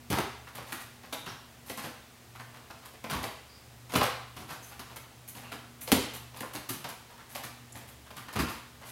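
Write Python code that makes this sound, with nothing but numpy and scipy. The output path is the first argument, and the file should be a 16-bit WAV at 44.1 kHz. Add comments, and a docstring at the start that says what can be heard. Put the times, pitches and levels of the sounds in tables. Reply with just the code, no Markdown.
"""A gymnast does walkovers on vinyl-covered foam mats in a bare room. From the start an appliance hums
faintly under the room's hiss. Hands and feet land in clusters: each impact thuds in the foam, pops out
trapped air, crinkles the cover and brushes it with skin. In between, the weight shifts and skin sweeps
or squeaks over the vinyl. Near 5.9 s a flat sole stamps and the mat booms; lighter steps follow to the
end. The walls reverberate after every contact."""
import sys
import numpy as np
from scipy import signal
from scipy.fft import rfft, irfft, next_fast_len
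from scipy.io import wavfile

SR = 44100
rng = np.random.default_rng(int(sys.argv[2]) if len(sys.argv) > 2 else 0)


def file_out(sig):
    """Save sig as 16-bit WAV at sys.argv[1]."""
    # one column per channel
    cols = np.atleast_2d(sig).T
    # limit, then scale
    lim = np.clip(cols, -1, 1)
    pcm = np.round(lim * 32767).astype(np.int16)
    wavfile.write(sys.argv[1], SR, pcm)


N = 392931


def amp(db):
    """Amplitude ratio of a level in decibels."""
    return 10 ** (np.asarray(db) / 20)


def unit(x):
    """Normalisation to an rms of 1."""
    return x / np.sqrt(np.mean(x ** 2) + 1e-20)


def along(points, hz):
    """Interpolation of (frequency, value) points on a logarithmic frequency axis."""
    point_hz, values = np.transpose(points)
    return np.interp(np.log(hz + 1), np.log(point_hz + 1), values)


def wobble(size, knots):
    """Random modulation: straight lines between Gaussian values at evenly spaced knots."""
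    values = rng.standard_normal(int(knots) + 2)
    return np.interp(np.linspace(0, knots, size), np.arange(len(values)), values)


def minimum_phase(gain_db):
    """Folding the cepstrum onto positive time gives a causal filter with these gains."""
    cepstrum = irfft(np.maximum(gain_db, -120) * np.log(10) / 20)
    half = len(cepstrum) // 2
    cepstrum[1:half] *= 2
    cepstrum[half + 1:] = 0
    return np.exp(rfft(cepstrum))


def add(track, start_s, sound):
    """Superposition: a sound adds to the track from its start time."""
    start = max(round(start_s * SR), 0)
    part = track[start:start + len(sound)]
    part += sound[:len(part)]


# Spectrum of the room's hiss: frequency_hz, gain_db
HISS_SPECTRUM = [(15, -44), (25, -17), (130, -5.5), (174, -14.5), (228, -12), (291, -14), (425, -14.5),
                 (542, -17), (710, -15), (1040, -18.5), (1150, -17.5), (1390, -19.5), (1930, -20),
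                 (7830, -26.5), (15800, -30.5)]
def room_hiss(level_db=-55):
    """Stationary broadband noise, strongest in the bass."""
    gain = amp(along(HISS_SPECTRUM, np.fft.rfftfreq(N, 1 / SR)))
    return amp(level_db) * unit(irfft(rfft(rng.standard_normal(N)) * gain, N))


# Tones of the appliance: pitch_hz, rms_level_db
HUM_TONES = [(70.5, -66), (120, -61.5), (240, -66), (13351, -83)]
def appliance_hum(waver_db=4.5, drift_rad=0.048):
    """Sinusoids under slow, random amplitude and phase modulation."""
    hum, t = np.zeros(N), np.arange(N) / SR
    for pitch_hz, level_db in HUM_TONES:
        peak = np.sqrt(2) * amp(level_db + waver_db * wobble(N, knots=25.7))
        hum += peak * np.sin(2 * np.pi * pitch_hz * t + drift_rad * wobble(N, knots=18.8))
    return hum


# Reverberation time of the bare room: frequency_hz, t60_s
REVERB_TIMES = [(80, 0.41), (250, 0.31), (900, 0.59), (3500, 0.7), (8000, 0.52), (15000, 0.31)]
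def reverberate(direct, wet_db=0.0, bass_db=-1, treble_db=-2, gap_s=0.004):
    """Diffuse reflections decay exponentially in each band; each spot on the mat has its own tail."""
    hz, t, noise = signal.stft(rng.standard_normal(SR // 2), SR, nperseg=256)
    t60_s = along(REVERB_TIMES, hz)[:, None]
    colour = amp(wet_db + along([(300, bass_db), (900, 0), (4000, 0), (10000, treble_db)], hz))[:, None]
    equal_energy = np.sqrt(2 * np.log(1000) / (t60_s * SR))
    decay = np.exp(-np.log(1000) * t / t60_s)
    tail = signal.istft(noise * colour * equal_energy * decay, SR, nperseg=256)[1]
    return signal.fftconvolve(direct, np.r_[1, np.zeros(round(gap_s * SR)), tail])


# Skin dragging on vinyl: start_s, length_s, centre_hz, bandwidth_hz, level_db
SKIN_DRAGS = [(1.126, 0.029, 3780, 450, -44.5), (1.261, 0.014, 2800, 400, -49),
              (1.271, 0.039, 5460, 900, -52.5), (3.469, 0.13, 4850, 700, -62),
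              (4.62, 0.035, 6350, 600, -54.5), (5.416, 0.12, 2700, 463, -60), (7.722, .01, 7200, 1100, -49),
              (7.721, .01, 10380, 1800, -49)]
def squeaks():
    """Friction under a turning palm or sole makes a thin, narrow-band hiss."""
    track, hz = np.zeros(N), np.fft.rfftfreq(SR, 1 / SR)
    for start_s, length_s, centre_hz, bandwidth_hz, level_db in SKIN_DRAGS:
        resonance = 1 / (1 + (2 * (hz - centre_hz) / bandwidth_hz) ** 2)
        drag = unit(irfft(rfft(rng.standard_normal(SR)) * resonance))
        stroke = signal.windows.tukey(int(length_s * SR), 0.5)
        add(track, start_s, reverberate(amp(level_db) * stroke * drag[:len(stroke)]))
    return track


def burst(pressure, colour_db, grain_db, snap_db=-60, snaps_per_s=220, grains_per_s=2200):
    """Stick-slip excitation: uneven slips and lone snaps follow the pressure and ring a filter."""
    size = len(pressure)
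    grains = amp(grain_db * wobble(size, grains_per_s * size / SR))
    snaps = amp(snap_db) * (rng.random(size) < snaps_per_s / SR)  # the sticky cover lets go at once
    slips = rng.standard_normal(size) * (grains + snaps) * pressure
    sound = irfft(rfft(slips) * minimum_phase(colour_db))
    return unit(sound) * np.sqrt(np.mean(pressure ** 2))


# Spectra of foam, trapped air, vinyl cover and skin in a contact: frequency_hz, gain_db
THUD_SPECTRUM = [(30, -31), (60, -2), (95, 0.5), (137, 3.5), (175, -2), (245, 3), (310, -2), (400, -5.5),
                 (600, -24.5), (1500, -39)]
POP_SPECTRUM = [(200, -47), (380, -1), (490, 4.5), (640, -0.5), (800, -0.5), (1100, 0), (1500, -1),
                (1900, -2.5), (3200, -51.5)]
CRINKLE_SPECTRUM = [(900, -30.5), (1600, 1.5), (2000, 2.5), (2600, 0.5), (3400, -1.5), (5000, -2.5),
                    (6400, -9), (9000, -24.5)]
BRUSH_SPECTRUM = [(3500, -51), (6000, -3), (7700, -4), (10500, -0.5), (13000, -1), (14800, -9),
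                  (15800, -12)]
def contact(length_s, level_db, weight_db, glance_db, pocket_hz, crease_hz, size=8192):
    """A pressure pulse excites thud, pop, crinkle and brush; weight and glance are relative levels."""
    t, hz = np.arange(size) / SR, np.fft.rfftfreq(size, 1 / SR)
    pressure = np.sin(np.pi * np.minimum(t / length_s, 1) ** 0.51)  # fast rise, slower release

    def octaves_from(centre_hz):
        return np.clip(np.log2((hz + 1) / centre_hz), -2, 2)

    # Weight reaches the foam; a square touch traps air, a glancing one drags the cover.
    thud_db = level_db + weight_db
    pop_db = level_db - 0.5 - 0.17 * glance_db
    crinkle_db = level_db - 0.28 + 0.17 * glance_db
    brush_db = level_db + glance_db
    sliding_db = np.clip(brush_db - crinkle_db + 2, -12, 12)  # a sliding touch is brighter
    quickness = np.clip(np.log2(0.041 / length_s), 0, 1.5)  # a touch under 41 ms drives less deep bass
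    foam = along(THUD_SPECTRUM, hz) + 4 * quickness * octaves_from(200)
    air = along(POP_SPECTRUM, hz) - 10 * octaves_from(pocket_hz) ** 2
    vinyl = along(CRINKLE_SPECTRUM, hz) - 3 * octaves_from(crease_hz) ** 2
    skin = along(BRUSH_SPECTRUM, hz) + 0.36 * sliding_db * octaves_from(8000)
    thud = amp(thud_db) * burst(pressure, foam, grain_db=1)
    pop = amp(pop_db) * burst(pressure, air, grain_db=3.5)
    crinkle = amp(crinkle_db) * burst(pressure, vinyl, grain_db=6.5, snap_db=22)
    brush = amp(brush_db) * burst(pressure, skin, grain_db=4, snap_db=23 - sliding_db)
    return reverberate(thud + pop + crinkle + brush)


# Changes of balance: start_s, length_s, level_db, pocket_hz
BALANCE_SHIFTS = [(0.468, 0.033, -50, 1090), (1.031, 0.042, -52, 840), (2.351, .025, -50.5, 1190),
                  (2.395, 0.035, -48, 1100), (2.541, 0.055, -54, 950), (2.7, 0.025, -47.5, 930),
                  (2.827, 0.035, -56, 865), (2.936, 0.026, -55, 510), (4.7116, 0.042, -52, 1020),
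                  (4.8956, 0.052, -53.5, 860), (5.416, 0.14, -58.5, 955), (6.3375, 0.027, -52, 705),
                  (7.093, 0.068, -58, 920), (7.174, 0.072, -57, 1100), (8.063, 0.024, -56, 1040),
                  (8.1034, 0.02, -48, 930), (8.811, 0.059, -53, 865)]
def balance_shifts(weight_db=-8, glance_db=-10.5, crease_hz=2500):
    """Compression: the mat gives under a standing foot or hand as the load moves."""
    track = np.zeros(N)
    for start_s, length_s, level_db, pocket_hz in BALANCE_SHIFTS:
        add(track, start_s, contact(length_s, level_db, weight_db, glance_db, pocket_hz, crease_hz))
    return track


# Light strokes on the cover: start_s, length_s, level_db, glance_db
SKIN_SWEEPS = [(0.5486, 0.026, -48.5, 1.5), (0.6615, 0.2, -54, -0.5), (0.8013, 0.038, -53, 3),
               (1.66, 0.1, -55.5, 4), (2.8513, .031, -52, 0.5), (3.8926, 0.039, -49.5, -5),
               (3.918, 0.022, -43.5, -4), (4.479, 0.11, -50, -2.5), (4.618, 0.15, -63.5, 8),
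               (4.959, 0.028, -47.5, 1), (5.276, .046, -57.5, 13), (5.8087, 0.048, -54, 11.5),
               (6.136, 0.051, -49, 4), (6.36, 0.052, -51, -0.5), (6.5335, .024, -49, 3),
               (6.8847, 0.037, -48.5, 3), (7.291, .085, -59.5, 6), (7.878, 0.044, -59, 4.5),
               (8.3273, 0.029, -47.5, -1), (8.845, 0.16, -55.5, 3)]
def sweeps(weight_db=-7, pocket_hz=935, crease_hz=3200):
    """Friction and adhesion: skin slides over the cover or peels off it."""
    track = np.zeros(N)
    for start_s, length_s, level_db, glance_db in SKIN_SWEEPS:
        add(track, start_s, contact(length_s, level_db, weight_db, glance_db, pocket_hz, crease_hz))
    return track


# Hands and feet coming down: start_s, length_s, level_db, weight_db, glance_db, pocket_hz, crease_hz
LANDINGS = [(0.1, 0.028, -39.5, 9.5, 0, 770, 2700), (0.115, .04, -34.5, 1, -8, 1000, 2800),
            (0.171, 0.018, -35, -3, -16, 910, 2300), (0.183, 0.017, -32, 2, -8, 1020, 2500),
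            (0.566, 0.051, -46.5, -3.5, -9, 870, 2300), (0.721, .017, -38.5, -5, -1.5, 1390, 2040),
            (1.1245, 0.022, -38, -5.5, -2.5, 770, 3900), (1.26, .05, -44.5, -2.5, -9, 1130, 3100),
            (1.696, 0.023, -41, -4, -3, 660, 2860), (1.771, 0.047, -43.5, -4.5, -2, 950, 2500),
            (1.835, 0.039, -43.5, -3, -5.5, 850, 2480), (3.0393, 0.021, -41, -0.5, -11.5, 775, 2300),
            (3.096, 0.028, -39, -4, -2.5, 1070, 3320), (3.109, 0.066, -39, 2, -8, 1030, 2700),
            (3.227, 0.036, -38.5, -6.5, -5, 710, 2490), (3.9365, 0.015, -34.5, 2, -5, 885, 3000),
            (3.953, 0.023, -26.5, 0.5, -7, 855, 2900), (4.0092, 0.017, -26.5, -5, -22, 844, 2500),
            (4.03, 0.023, -32, -10, -3.5, 970, 3000), (4.363, 0.042, -48.5, -1, -4.5, 970, 3470),
            (4.396, .05, -55, 7, -5, 940, 3300), (4.505, .026, -45, -2.5, -10, 1020, 2300),
            (4.7923, 0.019, -44, -5, -4, 1110, 3230), (5.349, 0.073, -51.5, -1, -2, 845, 2800),
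            (5.516, 0.027, -42, -4, -6.5, 950, 2540), (5.874, .022, -39.5, -13, -3, 670, 3300),
            (5.918, 0.0031, -21.5, -1, 2.5, 483, 3500), (5.9226, 0.0048, -20, -8, -1.5, 500, 3500),
            (5.939, .03, -44, 6, -14, 734, 3400), (6.405, 0.013, -40, -0.5, -0.5, 616, 2300),
            (6.428, 0.019, -43.5, -13, -32, 880, 2500), (6.548, .022, -41, 0, -1.5, 970, 4000),
            (6.688, .038, -42, 1.5, 5.5, 1060, 4300), (6.842, 0.024, -40, -5.5, -9, 870, 3720),
            (7.349, 0.025, -40, -10, -2, 790, 3300), (7.431, 0.034, -45, -7, -0.5, 980, 2900),
            (7.7474, 0.054, -50.5, -1.5, -2, 860, 2700), (8.164, 0.037, -47.5, -2.5, -2, 1120, 3200),
            (8.282, 0.017, -44.5, -6, -12, 1230, 2280), (8.3522, 0.045, -37.5, 4, -9.5, 960, 2580),
            (8.388, 0.033, -34, 5.5, -5.5, 1050, 2920), (8.483, 0.058, -45.5, -7, -2.5, 990, 2700)]
def steps():
    """Two-stage impact: a hand or foot lands, then the rest of it rolls down, longer and softer."""
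    track = np.zeros(N)
    for start_s, length_s, level_db, weight_db, glance_db, pocket_hz, crease_hz in LANDINGS:
        landing = contact(length_s, level_db, weight_db, glance_db, pocket_hz, crease_hz)
        roll = contact(1.41 * length_s, level_db - 8.5, weight_db + 0.5, glance_db - 1,
                       pocket_hz, crease_hz)
        add(track, start_s, landing)
        add(track, start_s + 0.7 * length_s, roll)
    return track


# Modes of the mat on the floor: pitch_hz, level_db, t60_s
MAT_MODES = [(93, -31.5, 0.36), (144, -40, 0.14), (246, -36.5, 0.58), (257, -7, 0.03), (472, -28, 0.07)]
def stamp(start_s=5.9186, clap_db=-7, clap_decay_s=0.00031, boom_rise_s=0.00068):
    """Impulse response: a flat sole claps the air out, then the mat booms in its damped modes."""
    track, direct, t = np.zeros(N), np.zeros(SR // 2), np.arange(SR // 4) / SR
    clap = amp(clap_db) * (1 - t / clap_decay_s) * np.exp(-t / clap_decay_s)
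    boom = sum(amp(level_db) * np.sin(2 * np.pi * pitch_hz * t) * np.exp(-np.log(1000) * t / t60_s)
               for pitch_hz, level_db, t60_s in MAT_MODES)
    add(direct, 0.0001, clap)  # heel
    add(direct, 0.0008, clap)  # ball of the foot
    add(direct, 0.0085, boom * (1 - np.exp(-t / boom_rise_s)))
    add(track, start_s, reverberate(direct, wet_db=-0.5, bass_db=-4, treble_db=-5))
    return track


def scene():
    """The pressures of all sources add at one point, a few metres from the gymnast."""
    background = room_hiss() + appliance_hum()
    return (background + squeaks() + balance_shifts() + sweeps() + steps() + stamp())[None]


def record(dry, low_hz=44, top_hz=15850):
    """Band limiting: the deepest bass rolls off and the highest treble is cut away."""
    size = next_fast_len(N + SR // 2)
    highpassed = signal.sosfilt(signal.butter(2, low_hz, "highpass", fs=SR, output="sos"), dry)
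    passband = np.fft.rfftfreq(size, 1 / SR) < top_hz
    return irfft(rfft(highpassed, size) * passband, size)[..., :N]


dry = scene()
out = record(dry)
file_out(out)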